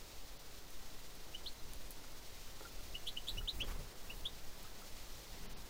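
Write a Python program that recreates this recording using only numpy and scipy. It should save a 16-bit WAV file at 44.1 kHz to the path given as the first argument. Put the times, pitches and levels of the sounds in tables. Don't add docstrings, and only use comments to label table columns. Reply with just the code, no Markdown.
import sys
import numpy as np
from scipy import signal
from scipy.fft import rfft, irfft
from scipy.io import wavfile

SR = 44100
rng = np.random.default_rng(int(sys.argv[2]) if len(sys.argv) > 2 else 0)


def digitize_waveform(pressure):
    field = np.atleast_2d(pressure).T
    bounded = np.clip(field, -1, 1)
    quanta = np.round(bounded * 32767).astype(np.int16)
    wavfile.write(sys.argv[1], SR, quanta)


N = 250929
TIME = np.arange(N) / SR


def gain_of(db):
    return 10 ** (np.asarray(db) / 20)


def evened(x):
    return x / np.sqrt(np.mean(x ** 2) + 1e-20)


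def read(points, hz):
    f, value = np.transpose(points)
    return np.interp(np.log(hz + 1), np.log(f + 1), value)


def gains(rows):
    s, *columns = np.transpose(rows)
    return [gain_of(np.interp(TIME, s, column)) for column in columns]


def add(mix, s, sound):
    part = mix[max(round(s * SR), 0):][:len(sound)]
    part += sound[:len(part)]


def noise(colour):
    hz = np.fft.rfftfreq(N, 1 / SR)
    spectrum = rfft(rng.standard_normal(N)) * gain_of(read(colour, hz))
    return evened(irfft(spectrum, N))


def wander(rate_hz):
    hz = np.fft.rfftfreq(N, 1 / SR)
    lowpass = np.exp(-(hz / rate_hz) ** 2) * (hz > 0)
    return evened(irfft(rfft(rng.standard_normal(N)) * lowpass, N))


def background(air_db=-47.5, hiss_db=-56, gust_db=0.5, flicker_db=1.0):
    # (frequency [Hz], relative level [dB])
    air_colour = [(10, 2.5), (16, -1.5), (27, -13.5), (43, -11), (65, -21), (100, -22.5), (150, -27),
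                  (230, -28), (480, -28), (750, -31), (1400, -34.5), (2000, -37.5), (3500, -106)]
    # (frequency [Hz], relative level [dB])
    hiss_colour = [(500, -11.5), (1300, -26), (2000, -0.5), (3000, 0), (4100, 2), (5300, 0.5), (6600, -1),
                   (8200, -5), (10500, -8), (12800, -8.5), (14200, -5), (15700, -8.5)]
    # (time [s], air change [dB], hiss change [dB])
    drift = [(0, -0.5, -2.5), (1.2, -0.16, -2.5), (2.8, 0.6, -1.5), (3.8, 1.5, -2.5), (5.1, 1, -1),
             (5.69, 2, -1.6)]
    air_drift, hiss_drift = gains(drift)
    outdoors = air_drift * gain_of(air_db + gust_db * wander(22.0)) * noise(air_colour)
    hiss = hiss_drift * gain_of(hiss_db + flicker_db * wander(29.0)) * noise(hiss_colour)
    return outdoors + hiss


def whine():
    # (centre frequency [Hz], rms level [dB], width = twice the rms pitch wander [Hz])
    tones = [(15000, -74, 1), (10385, -86, 8), (10448, -86, 8), (11695, -82, 70)]
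    total = 0
    for hz, db, width in tones:
        phase = 2 * np.pi * np.cumsum(hz + width / 2 * wander(32)) / SR
        total = total + np.sqrt(2) * gain_of(db) * np.sin(phase)
    return total


def dips(x):
    # (centre time [s], length [s], full depth [dB])
    dip_rows = [(.384, .012, 22), (3.632, .016, 20), (5.480, .028, 24), (5.552, .030, 28)]
    # (frequency [Hz], share of the full depth [1])
    share = [(200, 0.011), (1200, 0.12), (5000, 0.058), (8000, 1)]
    hz, t, z = signal.stft(x, SR, nperseg=256, noverlap=192)
    depth_db = sum(db * np.exp(-(2 * (t - s) / length) ** 4) for s, length, db in dip_rows)
    z = z * gain_of(-read(share, hz)[:, None] * depth_db)
    return signal.istft(z, SR, nperseg=256, noverlap=192)[1][:N]


def thud(time_s=2.607, level_db=-48, rise_s=0.00081):
    # (frequency [Hz], relative level [dB], time to fall 60 dB [s])
    wood = [(337, -8, 0.08), (428, 3, 0.049), (528, -6.5, 0.083), (850, 1.5, 0.027), (1340, 1, .025),
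            (1740, -4, 0.028)]
    t = np.maximum(TIME - time_s, 0)
    ring = sum(gain_of(db - 60 * t / t60) * np.sin(2 * np.pi * hz * t) for hz, db, t60 in wood)
    return gain_of(level_db) * (1 - np.exp(-t / rise_s)) * ring


def knocks(t60_s=0.033, rise_s=0.0036, scatter=0.071):
    # (time [s], centre of the ring [Hz], level [dB])
    knock_rows = [(1.604, 1350, -50), (2.039, 1340, -44.5), (2.65, 1345, -38.5), (2.791, 1380, -48.5),
                  (3.409, 1434, -42.5), (4.649, 1320, -44), (4.672, 1520, -49), (4.818, 1390, -44)]
    out, t, rattle = np.zeros(N), np.arange(SR // 8) / SR, wander(480)
    for s, hz, db in knock_rows:
        ring_hz = hz * (1 + scatter * rattle[round(s * SR):][:len(t)])
        turns = np.cumsum(ring_hz) / SR
        swell = 1 - np.exp(-t / rise_s)
        add(out, s, gain_of(db - 60 * t / t60_s) * swell * np.sin(2 * np.pi * turns))
    return out


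def ticks(crack_t60_s=0.00047, rattle_db=-19, rattle_t60_s=0.056):
    # (time [s], level [dB])
    tick_rows = [(.705, -41), (1.153, -41), (1.735, -39), (1.755, -46), (1.9069, -32), (1.9079, -42),
                 (1.912, -46), (3.552, -50), (3.593, -48), (4.178, -48), (4.630, -43), (4.817, -45)]
    # (frequency [Hz], relative level [dB])
    tick_colour = [(2000, -30), (5500, -17), (7500, -7), (9000, -5), (10300, 3), (12500, -1), (14000, -6),
                   (16000, -6)]
    level, t = np.zeros(N), np.arange(SR // 10) / SR
    for s, db in tick_rows:
        crack = gain_of(db - 60 * t / crack_t60_s)
        rattle = gain_of(db + rattle_db - 60 * t / rattle_t60_s)
        add(level, s, crack + rattle)
    return level * noise(tick_colour)


def flutter_levels(attack_s=0.038, t60_s=0.25):
    # (start [s], length [s], air push [dB], whoosh [dB], feather rustle [dB])
    flutters = [(1.595, 0.3, -53, -79, -84), (2.715, 0.224, -53.5, -74, -78),
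                (3.282, 0.16, -44.5, -65, -61), (3.52, 0.095, -43, -62, -56),
                (3.645, 0.19, -45.5, -62.5, -77), (4.015, 0.21, -54.5, -63.5, -62),
                (5.293, 0.28, -53.5, -59.5, -81)]
    power = np.zeros((3, N))
    for s, length, *db in flutters:
        swell = np.clip((TIME - s) / attack_s, 0, 1)
        fade = gain_of(-60 * np.maximum(TIME - s - length, 0) / t60_s)
        power += (gain_of(db)[:, None] * swell * fade) ** 2
    return np.sqrt(power)


def wings(beat_hz=23, depth=0.22, grain_db=0.0):
    # (frequency [Hz], relative level [dB])
    push_colour = [(8, -28), (25, 5), (50, -10), (100, -14.5), (200, -29), (400, -25), (1000, -66)]
    whoosh_colour = [(60, -8), (170, 12), (450, -3), (850, 0.5), (1300, -10), (2400, -6), (4500, -10),
                     (9000, -17)]
    rustle_colour = [(1500, -40), (4000, -6), (8000, 4), (12000, 5), (16000, 9.5)]
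    push, whoosh, rustle = flutter_levels()
    beat_phase = 2 * np.pi * np.cumsum(beat_hz * (1 + 0.16 * wander(16.0))) / SR
    beat = evened(1 + depth * np.sin(beat_phase))
    grain = evened(gain_of(grain_db * wander(190)))
    feathers = whoosh * noise(whoosh_colour) + rustle * noise(rustle_colour)
    return push * noise(push_colour) + beat * grain * feathers


def strokes():
    # (peak time [s], half width at 1/e [s], thump [dB], swish [dB])
    stroke_rows = [(3.372, 0.0089, -61, -65), (3.637, 0.017, -46, -55), (3.686, 0.014, -61, -52.5),
                   (3.715, 0.017, -56, -52.5), (3.757, 0.019, -58, -59.5), (3.802, 0.02, -50, -60)]
    # (frequency [Hz], relative level [dB])
    thump_colour = [(40, 7.5), (100, 2), (180, 3.5), (300, -9), (520, -2), (800, -26), (2000, -47)]
    swish_colour = [(150, -2), (450, -4), (850, -1), (1250, 3.5), (1700, -3), (2300, -3.5), (4000, -12),
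                    (9000, -12), (16000, -14)]
    out, thump, swish = np.zeros(N), noise(thump_colour), noise(swish_colour)
    for s, width, thump_db, swish_db in stroke_rows:
        puff = np.exp(-((TIME - s) / width) ** 2)
        out += puff * (gain_of(thump_db) * thump + gain_of(swish_db) * swish)
    return out


def chirps(third_db=-30, attack_s=0.0032, release_s=0.0076, shake_depth=0.13, low_reach=0.498,
           low_fade_db=-3.5, dulling_db=-11.5, strain_s=0.016):
    # (time [s], length [s], start [Hz], top [Hz], bend of the sweep [1 = straight], soft lead-in [s],
    # lead-in level [dB], level [dB], change over the note [dB], then levels relative to the whistle:
    # octave [dB], rasp [dB], lower second voice [dB])
    chirp_rows = [ (1.336, 0.023, 2550, 3050, 2, 0.0093, -14, -41, 1.5, -17, -28, -40),
                  (1.459, 0.026, 2850, 4456, 1.94, 0.00089, -2, -40, -4.5, -26, -21, -16),
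                  (1.587, 0.02, 3950, 4180, 2.0, 0.001, -14, -57, -4, -30, -28, -40),
                  (2.941, 0.019, 2500, 2970, 1.8, 0.0095, -14, -37, 2, -32, -38, -40),
                  (3.063, 0.033, 2700, 4150, 1.42, 0.004, -13, -37, -10.5, -21, -13, 1.5),
                  (3.1644, 0.016, 2540, 3080, 1.6, 0.0056, -15, -34, 0, -30, -27, -40),
                  (3.270, 0.037, 3030, 4046, 2.1, 0.011, -9, -36, -7, -18, -10.5, 0),
                  (3.3705, 0.021, 2480, 2975, 2.4, 0.01, -12, -35, -3.5, -13.5, -29, -40),
                  (3.4744, 0.026, 2840, 4220, 1.22, 0.009, -6, -33.5, 0, -24, -25, -22),
                  (3.598, 0.032, 2226, 3384, 1.8, 0.0055, -12, -35.5, -3.5, -18.5, -28, -14),
                  (4.0957, 0.021, 2330, 2920, 2.6, 0.0027, -12, -41, -6, -21, -27, -30),
                  (4.2462, 0.032, 2670, 3735, 2.2, 0.0063, -16, -34, -7, -30, -22, -19)]
    out, tremor, low_tremor, blur = np.zeros(N), wander(610), wander(530), wander(600)
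    for (s, length, start_hz, top_hz, bend, lead, lead_db, db,
         sag_db, octave_db, rasp_db, low_db) in chirp_rows:
        t = np.arange(0, length, 1 / SR)
        u, here = t / length, round(s * SR) + np.arange(len(t))

        strain = np.clip(t / strain_s, 0, 1)
        roughness = gain_of(rasp_db)
        shake = shake_depth * roughness * strain
        buzz = evened(1 + 2 * roughness * strain * blur[here])

        climb = (top_hz - start_hz) * (1 - (1 - u) ** bend)
        pitch = (start_hz + climb) * (1 + shake * tremor[here])
        low_pitch = (start_hz + low_reach * climb) * (1 + shake * low_tremor[here])
        phase = 2 * np.pi * np.cumsum(pitch) / SR
        low_phase = 2 * np.pi * np.cumsum(low_pitch) / SR
        whistle, second, third, fourth = np.sin(np.outer([1, 2, 3, 4], phase))
        low_voice = strain * gain_of(low_db + low_fade_db * u) * np.sin(low_phase)

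        edges = np.sin(np.pi / 2 * np.clip(np.minimum(t / attack_s, (length - t) / release_s), 0, 1))
        lead_in_db = lead_db * np.clip(1 - (t - lead) / attack_s, 0, 1)
        effort = edges * gain_of(lead_in_db + sag_db * u)

        overtones = gain_of(octave_db) * second + gain_of(third_db) * third
        rasp = roughness * blur[here] * (0.33 * second + 0.65 * third + 0.33 * fourth)
        dulling = gain_of(dulling_db * u ** 3)
        bright = dulling * (effort * rasp + np.sqrt(effort) * edges * overtones)
        add(out, s, gain_of(db) * (effort * buzz * (whistle + low_voice) + bright))
    return out


def aviary(x, t60_s=0.18, tail_db=-18.0, build_s=0.0087):
    # (delay [s], gain [1], a minus sign flips the wave)
    echoes = [(.0028, -0.14), (.00464, -0.3), (.00713, 0.4), (0.0116, 0.21), (0.015, 0.095), (0.0175, 0.16),
              (.0242, 0.073), (0.0313, -0.076)]
    t = np.arange(SR // 2) / SR
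    build_up = 1 - np.exp(-(t / build_s) ** 2)
    response = rng.standard_normal(len(t)) * gain_of(-60 * t / t60_s) * build_up
    response *= gain_of(tail_db) / np.linalg.norm(response)
    response[0] += 1
    for delay, gain in echoes:
        response[round(delay * SR)] += gain
    return signal.fftconvolve(x, response)[:N]


def scene():
    behind = dips(wings() + strokes() + background()) + whine()
    mono = behind + ticks() + aviary(chirps() + knocks() + thud())
    return np.array([mono, mono])


def record(dry, edge_hz=15850):
    lowpass = signal.firwin(511, edge_hz, window=("kaiser", 9), fs=SR)
    return signal.oaconvolve(dry, lowpass[None], "same")


dry = scene()
out = record(dry)
digitize_waveform(out)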